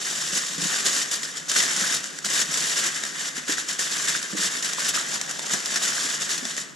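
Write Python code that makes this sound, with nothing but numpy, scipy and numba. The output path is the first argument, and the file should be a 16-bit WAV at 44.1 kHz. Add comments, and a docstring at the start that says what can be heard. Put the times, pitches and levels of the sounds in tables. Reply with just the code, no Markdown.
"""Crackling, crunching aluminium foil, folded and crimped by hand on a metal pan in a small kitchen.
Thousands of tiny creases buckle, and each one ticks and sets the sheet shivering. Large panels
flex with a lower rustle or pop inside out, and the pan thuds when pressed. The hard walls add
a short echo, and a faint room hum lies underneath."""
import sys
import numpy as np
from scipy import signal
from scipy.fft import rfft, irfft, next_fast_len
from scipy.io import wavfile
from scipy.ndimage import uniform_filter1d
from numba import njit

SR = 44100
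rng = np.random.default_rng(int(sys.argv[2]) if len(sys.argv) > 2 else 0)


def wav_record(signal):
    """Record a signal, one row per channel, as 16-bit PCM in the file named by sys.argv[1]."""
    frames = np.transpose(np.atleast_2d(signal))
    bounded = np.clip(frames, -1, 1)
    # unit amplitude maps onto the largest positive 16-bit level
    quanta = np.round(bounded * 32767).astype(np.int16)
    wavfile.write(sys.argv[1], SR, quanta)


N = 297675

# A crease snaps and frees a run of buckles. Each row: start in seconds, peak level in dB.
CREASE_SNAPS = [(0.3728, -16), (0.624, -20), (0.6396, -13.5), (0.8623, -10.5), (1.1128, -17.5),
                (1.231, -17.5), (1.495, -15.5), (1.515, -11), (1.55, -17), (1.7626, -13.5), (1.945, -14.5),
                (2.247, -13.5), (2.5401, -10.5), (2.573, -18), (3.281, -21), (3.7915, -13.5),
                (4.084, -14.5), (4.227, -16.5), (4.4333, -17), (4.6243, -16.5), (4.645, -17), (4.8894, -15),
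                (5.534, -10), (5.6573, -16), (5.758, -14), (5.8348, -17), (6.314, -18), (6.378, -17),]
# The bright tone of a fine crease. Each row: frequency in Hz, strength in dB.
CREASE_COLOUR = [(1500, -14.5), (2450, -14), (3050, -4.5), (3400, -8), (3650, -1), (3950, -7.5),
                 (4800, -4.5), (5400, -2.5), (6150, -0.5), (6450, -3), (7000, 1.5), (7800, -2),
                 (8100, -7.5), (10300, -12), (11500, -23.5), (14800, -27.5), (15600, -55)]
# The hollow tone of a large foil panel. Each row: frequency in Hz, strength in dB.
PANEL_COLOUR = [(100, -42), (145, -10), (190, -2), (310, -9), (480, -17), (830, 5), (1300, -8), (1560, 7),
                (1740, 9), (1900, 8), (2150, 5), (2450, -8), (3500, 0.5), (6000, -71)]


def foil():
    """Fine creases give the bright fizz, large panels the lower rustle; both follow the hands."""
    # How much the panels flex at medium creasing. 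Each row: time in seconds, level in dB.
    flexing = [(0, -35.5), (.55, -37.5), (.72, -33), (.9, -37.5), (1.82, -35), (2.3, -37), (2.7, -35),
               (3.1, -34), (4.2, -35), (4.9, -34.5), (5.5, -34.5), (6.75, -36)]
    # Changes to their rustle below 1000 Hz. Each row: time in seconds, boost or cut in dB.
    low_rustle = [(2.4, -2.5), (3.3, -4.5), (3.9, -6.5), (4.8, -4.5), (5.3, 4.5), (5.9, -3)]
    steady = creasing() * avalanche(per_s=37, clump_db=1.5)
    drive = np.sqrt(steady ** 2 + runs())
    effort = drive / gain_of(-30)  # 1 at medium creasing
    fine = crackle(drive, CREASE_COLOUR, per_s=2500, spread_db=3.0, tick_db=-8)
    lone_ticks = crackle(steady * gain_of(-15), CREASE_COLOUR, per_s=60, spread_db=3.5, tick_db=3)
    flex = gain_curve(flexing) * effort ** 0.91  # panels follow the creasing less steeply
    panels = crackle(flex, PANEL_COLOUR, per_s=900, spread_db=1.5, tick_db=12.0)
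    fine = scale_band(fine, 8800, "highpass", effort ** 0.15)  # harder creasing is brighter
    return fine + lone_ticks + scale_band(panels, 1000, "lowpass", gain_curve(low_rustle))


def creasing():
    """Each squeeze grips quickly, swells or sags while held, and dies away when the fingers let go."""
    # Finger squeezes. Each row: start in seconds, length in seconds, level in dB, swell in dB.
    squeezes = [(0.038, 0.25, -35, 3.5), (0.31, 0.067, -27, 2), (0.388, 0.13, -37, 3),
                (0.586, 0.22, -28, 1), (0.839, 0.055, -20, -2.5), (0.903, 0.12, -23.5, -2.5),
                (1.104, 0.053, -23.5, -4.5), (1.223, 0.028, -28.5, -6.5), (1.353, 0.044, -20, -21.5),
                (1.472, 0.097, -29, 5), (1.547, 0.085, -17, -6), (1.624, 0.33, -28.5, 4.5),
                (2.022, 0.044, -38.5, 5), (2.238, 0.019, -20, -4), (2.263, 0.15, -29, 9),
                (2.492, 0.24, -28.5, 1.5), (2.749, 0.055, -20, -4), (2.819, 0.053, -22.5, -1),
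                (2.904, 0.067, -38.5, 10), (3.044, 0.026, -32.5, -3), (3.136, 0.086, -34.5, 3.5),
                (3.237, 0.042, -25, -6.5), (3.34, 0.044, -30, -2), (3.468, 0.062, -26, 1),
                (3.561, 0.04, -25.5, -2.5), (3.671, 0.067, -24.5, -6.5), (3.777, 0.094, -25.5, -2),
                (3.891, 0.21, -28.5, 1), (4.072, 0.066, -20, -11.5), (4.135, 0.019, -24, 0.5),
                (4.22, 0.027, -34, -1), (4.355, 0.11, -29.5, 7), (4.489, 0.095, -31, 1.5),
                (4.623, 0.13, -27, -6.5), (4.763, 0.13, -29.5, 5), (4.93, 0.09, -20.5, -10),
                (5.028, 0.13, -37, 10), (5.273, 0.02, -32.5, 0.5), (5.416, 0.054, -34.5, 2),
                (5.492, 0.094, -23, -8.5), (5.565, 0.197, -46, 22), (5.804, 0.085, -25, -1.5),
                (5.887, 0.26, -29.5, 0), (6.194, 0.025, -25.5, 0), (6.277, 0.066, -26, -1.5),
                (6.438, 0.068, -35, 2), (6.556, 0.059, -30, -2.5)]
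    # The foil settling between squeezes. Each row: time in seconds, level in dB.
    settling = [(0, -31), (1.0, -32.5), (1.3, -35.5), (1.47, -41.5), (1.7, -29), (2.2, -40), (2.6, -28.5),
                (3.3, -39), (4.3, -34.5), (5.0, -38), (6.0, -31), (6.6, -37), (6.75, -52.5)]
    grip_s, let_go_s = 0.021, 0.022
    t = np.arange(N) / SR
    power = gain_curve(settling) ** 2
    for start, length, level_db, swell_db in squeezes:
        since = t - start
        grip = np.clip(since / grip_s, 0, 1)
        held = gain_of(level_db + swell_db * np.clip(since / length, 0, 1))
        release = np.exp(-np.maximum(since - length, 0) / let_go_s)
        power += (grip * held * release) ** 2
    return np.sqrt(power)


def avalanche(per_s, clump_db):
    """One buckle frees its neighbours: bursts of activity that start fast and fade."""
    starts = rng.random(N) * (rng.random(N) < per_s / SR)
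    fade = np.exp(-1 / (0.0052 * SR))
    activity = signal.lfilter([1], [1, -fade], starts - starts.mean())
    return gain_of(clump_db * np.tanh(evened(activity)))


def runs():
    """The power each snap adds to the creasing: a sudden start, a quick fade."""
    below_snap_db, fade_s = 11.5, 0.012
    starts = np.zeros(N)
    for start, peak_db in CREASE_SNAPS:
        starts[round(start * SR)] = gain_of(peak_db - below_snap_db) ** 2
    return signal.lfilter([1], [1, -np.exp(-2 / (fade_s * SR))], starts)


def crackle(drive, colour, per_s, spread_db, tick_db):
    """A random stream of buckles, many small and a few large, each on a random patch of foil."""
    patches = buckles(colour, tick_db, count=360)
    sizes = gain_of(spread_db * np.minimum(rng.exponential(1, N), 3.5))
    sizes *= rng.random(N) < per_s / SR
    which = rng.integers(0, len(patches), N)
    places = np.flatnonzero(sizes)
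    mix = np.zeros((2, N + patches.shape[2]))
    add_buckles(mix, np.ascontiguousarray(patches), places, (evened(sizes) * drive)[places], which[places])
    patch_energy = np.mean(np.sum(patches ** 2, axis=2))
    return mix[:, :N] / np.sqrt(patch_energy)


def buckles(colour, tick_db, count):
    """A patch of foil buckles with a tick, then shivers at its own pitches."""
    # How long the sheet rings. Each row: frequency in Hz, seconds to fade by 60 dB.
    ring_times = [(150, 0.076), (1500, 0.049), (4000, 0.047), (10000, 0.039)]
    t = np.arange(2048) / SR
    noise = rfft(noise_pairs(count, len(t), colour))
    pitches = evened(uniform_filter1d(rng.standard_normal((count, 1, noise.shape[2])), size=18))
    shiver = fade_bands(irfft(noise * gain_of(4.5 * pitches)), ring_times)
    tick = 1 + gain_of(tick_db) * np.exp(-t / 0.00033)
    return shiver * tick * (1 - np.exp(-t / 0.00017))


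@njit
def add_buckles(mix, patches, places, sizes, which):
    """Adds each chosen patch's sound to the mix at its place."""
    for k in range(len(places)):
        for side in range(2):
            mix[side, places[k]:places[k] + patches.shape[2]] += sizes[k] * patches[which[k], side]


def snaps():
    """A fold races along a crease for a few milliseconds, then the foil goes still."""
    t = np.arange(2048) / SR
    rise = 1 - np.exp(-t / 0.0007)
    fall = np.exp(-(t / 0.005) ** 2) + 0.12 * np.exp(-t / 0.012)
    return bursts(CREASE_SNAPS, rise * fall, noise_pairs(len(CREASE_SNAPS), len(t), CREASE_COLOUR))


def cracks():
    """A lone crease cracks: a bright click with the panel's hollow note and a faint shiver."""
    # Cracks with no run after them. Each row: start in seconds, peak level in dB.
    events = [(2.0412, -17), (2.1868, -17.5), (3.0362, -13), (3.0508, -18), (3.368, -16.5), (4.7328, -15),
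              (5.2128, -12), (5.2935, -20), (5.3107, -16), (5.3926, -16), (6.4526, -13), (6.5655, -19)]
    crack_s, hollow_db = 0.002, -5
    t = np.arange(1024) / SR
    click = np.sqrt(t / crack_s) * np.exp(-(t / crack_s) ** 2)
    shiver = 0.3 * np.exp(-t / 0.006) * (t > crack_s)
    bright = noise_pairs(len(events), len(t), CREASE_COLOUR)
    hollow = noise_pairs(len(events), len(t), PANEL_COLOUR)
    return bursts(events, click + shiver, bright + gain_of(hollow_db) * hollow)


def pops():
    """A panel pops inside out: a short hollow note that sags in pitch as the panel settles."""
    # Each row: start in seconds, level in dB, starting pitch in Hz.
    events = [(0.743, -18, 1680), (0.868, -27, 1950), (0.975, -22, 1940), (1.8402, -17, 1570),
              (2.245, -24, 1500), (3.582, -19, 1650), (3.792, -21, 1870), (4.151, -17, 1640),
              (4.427, -16, 1700), (4.784, -18, 1040), (4.975, -18, 1280), (5.393, -24, 1010),
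              (5.5044, -22, 1560), (5.7718, -18, 1860), (5.981, -17.5, 1670), (6.58, -18, 1950)]
    t = np.arange(800) / SR
    shape = np.exp(-t / 0.0019) * (1 - np.exp(-t / 0.00012))
    out = np.zeros(N + len(t))
    for start, level_db, hz in events:
        note = np.sin(2 * np.pi * hz * t * (1 - 8 * t))
        out[round(start * SR):][:len(t)] += gain_of(level_db) * note * shape
    return out[:N]


def glints():
    """The tightest creases give a short spray of very high fizz in hard crunches."""
    # Each row: start in seconds, peak level in dB.
    events = [(1.945, -22), (4.887, -16)]
    # The tone of the fizz. Each row: frequency in Hz, strength in dB.
    colour = [(8000, -41), (9800, 9), (11000, -5), (14500, -17)]
    glint_s = 0.0053
    t = np.arange(2048) / SR
    shape = t / glint_s * np.exp(-2 * t / glint_s)
    return bursts(events, shape, noise_pairs(len(events), len(t), colour))


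def pan():
    """The pan gives under the hands: a dull ring of three tones, roughened as the pan scuffs."""
    # Each row: start in seconds, level in dB, pitch in Hz.
    thuds = [(0.322, -32, 189), (0.576, -28.5, 172), (0.619, -28, 193), (0.647, -26, 195),
             (1.767, -34, 186), (1.812, -26.5, 202), (2.245, -34, 192), (2.483, -33.5, 163),
             (3.374, -33, 252), (3.49, -22.5, 297), (4.327, -26, 200), (4.345, -25, 303),
             (4.385, -30.5, 181), (4.455, -37, 169), (5.527, -28, 192), (6.045, -32, 282),
             (6.424, -30, 253), (6.446, -33.5, 225)]
    roughness, ring_cycles = 0.4, 19  # a thud fades by 60 dB over this many cycles
    t = np.arange(6000) / SR
    noise = rng.standard_normal((len(thuds), 2, len(t)))
    scuffs = evened(uniform_filter1d(uniform_filter1d(noise, size=50), size=50))
    out = np.zeros((2, N + len(t)))
    for (start, level_db, hz), scuff in zip(thuds, scuffs):
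        shape = gain_of(level_db - 60 * t * hz / ring_cycles) * (1 - np.exp(-(t / 0.003) ** 2))
        phase = 2 * np.pi * hz * t
        ring = np.sin(phase) + 0.49 * np.sin(1.6 * phase) + 0.2 * np.sin(2.9 * phase)
        out[:, round(start * SR):][:, :len(t)] += shape * ring * (1 + roughness * scuff)
    return out[:, :N]


def kitchen(x):
    """Hard walls send the sound back; four echo patterns fade in turn to avoid steady ringing."""
    # How long the echo lasts. Each row: frequency in Hz, seconds to fade by 60 dB.
    echo_times = [(150, 0.65), (1500, 1), (5000, 0.12), (12000, 0.18)]
    echoes = np.zeros((4, 2, SR // 2))
    delays = np.arange(220, SR // 2 - 20, 20)  # in samples, from 5 ms on
    delays = delays + rng.integers(0, 20, (4, 2, len(delays)))
    np.put_along_axis(echoes, delays, rng.choice([-1., 1.], delays.shape), 2)
    tails = fade_bands(echoes, echo_times)
    tails /= np.linalg.norm(tails[0, 0])
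    turn = np.pi * (3 * np.arange(N) / SR + np.arange(4)[:, None] / 4)
    shares = np.cos(turn) * abs(np.cos(turn)) * np.sqrt(2 / 3)  # each returns with its sign flipped
    return sum(signal.oaconvolve(x * share, tail, axes=1)[:, :N] for share, tail in zip(shares, tails))


def room_hum():
    """The faint, steady, low noise of the room."""
    # Each row: frequency in Hz, strength in dB.
    colour = [(90, -69), (140, 2), (260, -1), (700, -11), (1500, -10.5), (7000, -36), (14000, -36)]
    return gain_of(-48) * noise_pairs(1, N + N % 2, colour)[0, :, :N]


def microphones(field):
    """Two close microphone openings hear mostly the same sound, each with its own lag and balance."""
    # Each row: frequency in Hz, how alike the two sides are from 0 to 1.
    likeness = [(120, 0.35), (400, 0.6), (800, .8), (1200, 0.6), (2400, 0.7), (3400, .93), (5000, .8),
                (7200, .7), (10400, 0.6), (15000, .8)]
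    # Each row: frequency in Hz, how far the left side is ahead in radians.
    left_lead = [(100, .2), (600, 1.0), (860, 3.3), (1460, 7.2), (1890, 7.9), (2670, 12.7), (5680, 12.8),
                 (8790, 12.6), (15300, 12.6)]
    # Each row: frequency in Hz, how much louder the left side is in dB.
    balance = [(60, -1.0), (270, -1.0), (450, 0.5), (780, 5.5), (950, 0), (1250, -7.5), (1420, -6.5),
               (1700, 2), (2010, 5.5), (2200, 3.5), (2600, -1), (3620, -1.5), (4100, 1), (5500, 1.5),
               (9080, 0.0), (15000, -1.0)]
    size = next_fast_len(N + 4096)
    hz = np.fft.rfftfreq(size, 1 / SR)
    common, separate = rfft(field, size)
    alike = np.clip(value_at(likeness, hz), 0, 1)
    right = alike * common + np.sqrt(1 - alike ** 2) * separate
    lean = np.exp(.5j * value_at(left_lead, hz)) * gain_of(value_at(balance, hz) / 2)
    return irfft([common * lean, right / lean], size)[:, :N]


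def gain_of(db):
    """Turns dB into a multiplier."""
    return 10 ** (np.asarray(db) / 20)


def gain_curve(points):
    """Joins rows of seconds and dB into one multiplier per sample."""
    return gain_of(np.interp(np.arange(N) / SR, *np.transpose(points)))


def evened(x):
    """Scales a signal to an average power of 1."""
    return x / np.sqrt(np.mean(x ** 2) + 1e-20)


def value_at(points, hz):
    """Reads between a table's rows, with frequency spaced by octaves."""
    row_hz, values = np.transpose(points)
    return np.interp(np.log(hz + 1), np.log(row_hz + 1), values)


def noise_pairs(count, size, colour):
    """Pairs of unrelated noises with the given tone, each `size` samples long."""
    hz = np.fft.rfftfreq(size, 1 / SR)
    white = rfft(rng.standard_normal((count, 2, size)))
    return evened(irfft(white * gain_of(value_at(colour, hz)), size))


def fade_bands(x, fade_times):
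    """Lets each frequency band die away at its own speed."""
    hz, t, bands = signal.stft(x, SR, nperseg=128)
    fade = gain_of(-60 * t / value_at(fade_times, hz)[:, None])
    return signal.istft(bands * fade, SR, nperseg=128)[1][..., :x.shape[-1]]


def scale_band(x, edge_hz, side, gain):
    """Turns the part of a sound above or below an edge up and down over time."""
    part = signal.oaconvolve(x, signal.firwin(255, edge_hz, pass_zero=side, fs=SR)[None], "same")
    return x + (gain - 1) * part


def bursts(events, shape, noise):
    """Places one shaped burst of noise at each event, scaled to its peak level."""
    out = np.zeros((2, N + len(shape)))
    for (start, peak_db), burst in zip(events, noise * shape):
        out[:, round(start * SR):][:, :len(shape)] += gain_of(peak_db) * burst / abs(burst[0]).max()
    return out[:, :N]


def scene():
    """Foil and pan with their echo, over a faint room hum."""
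    near = foil() + snaps() + cracks() + glints() + pops() + pan()
    return near + room_hum() + gain_of(-13.5) * kitchen(near)


def record(dry):
    """The microphones hear the scene; deep bass and the highest treble are cut away."""
    bass_hz, bass_cut_db, treble_hz = 130.2, 21.5, 15550
    bass_cut = signal.cheby2(10, bass_cut_db, bass_hz, "high", fs=SR, output="sos")
    treble_cut = signal.firwin(511, treble_hz, window=("kaiser", 9), fs=SR)
    thin = signal.sosfilt(bass_cut, microphones(dry))
    return signal.oaconvolve(thin, treble_cut[None], "same")


dry = scene()
out = record(dry)
wav_record(out)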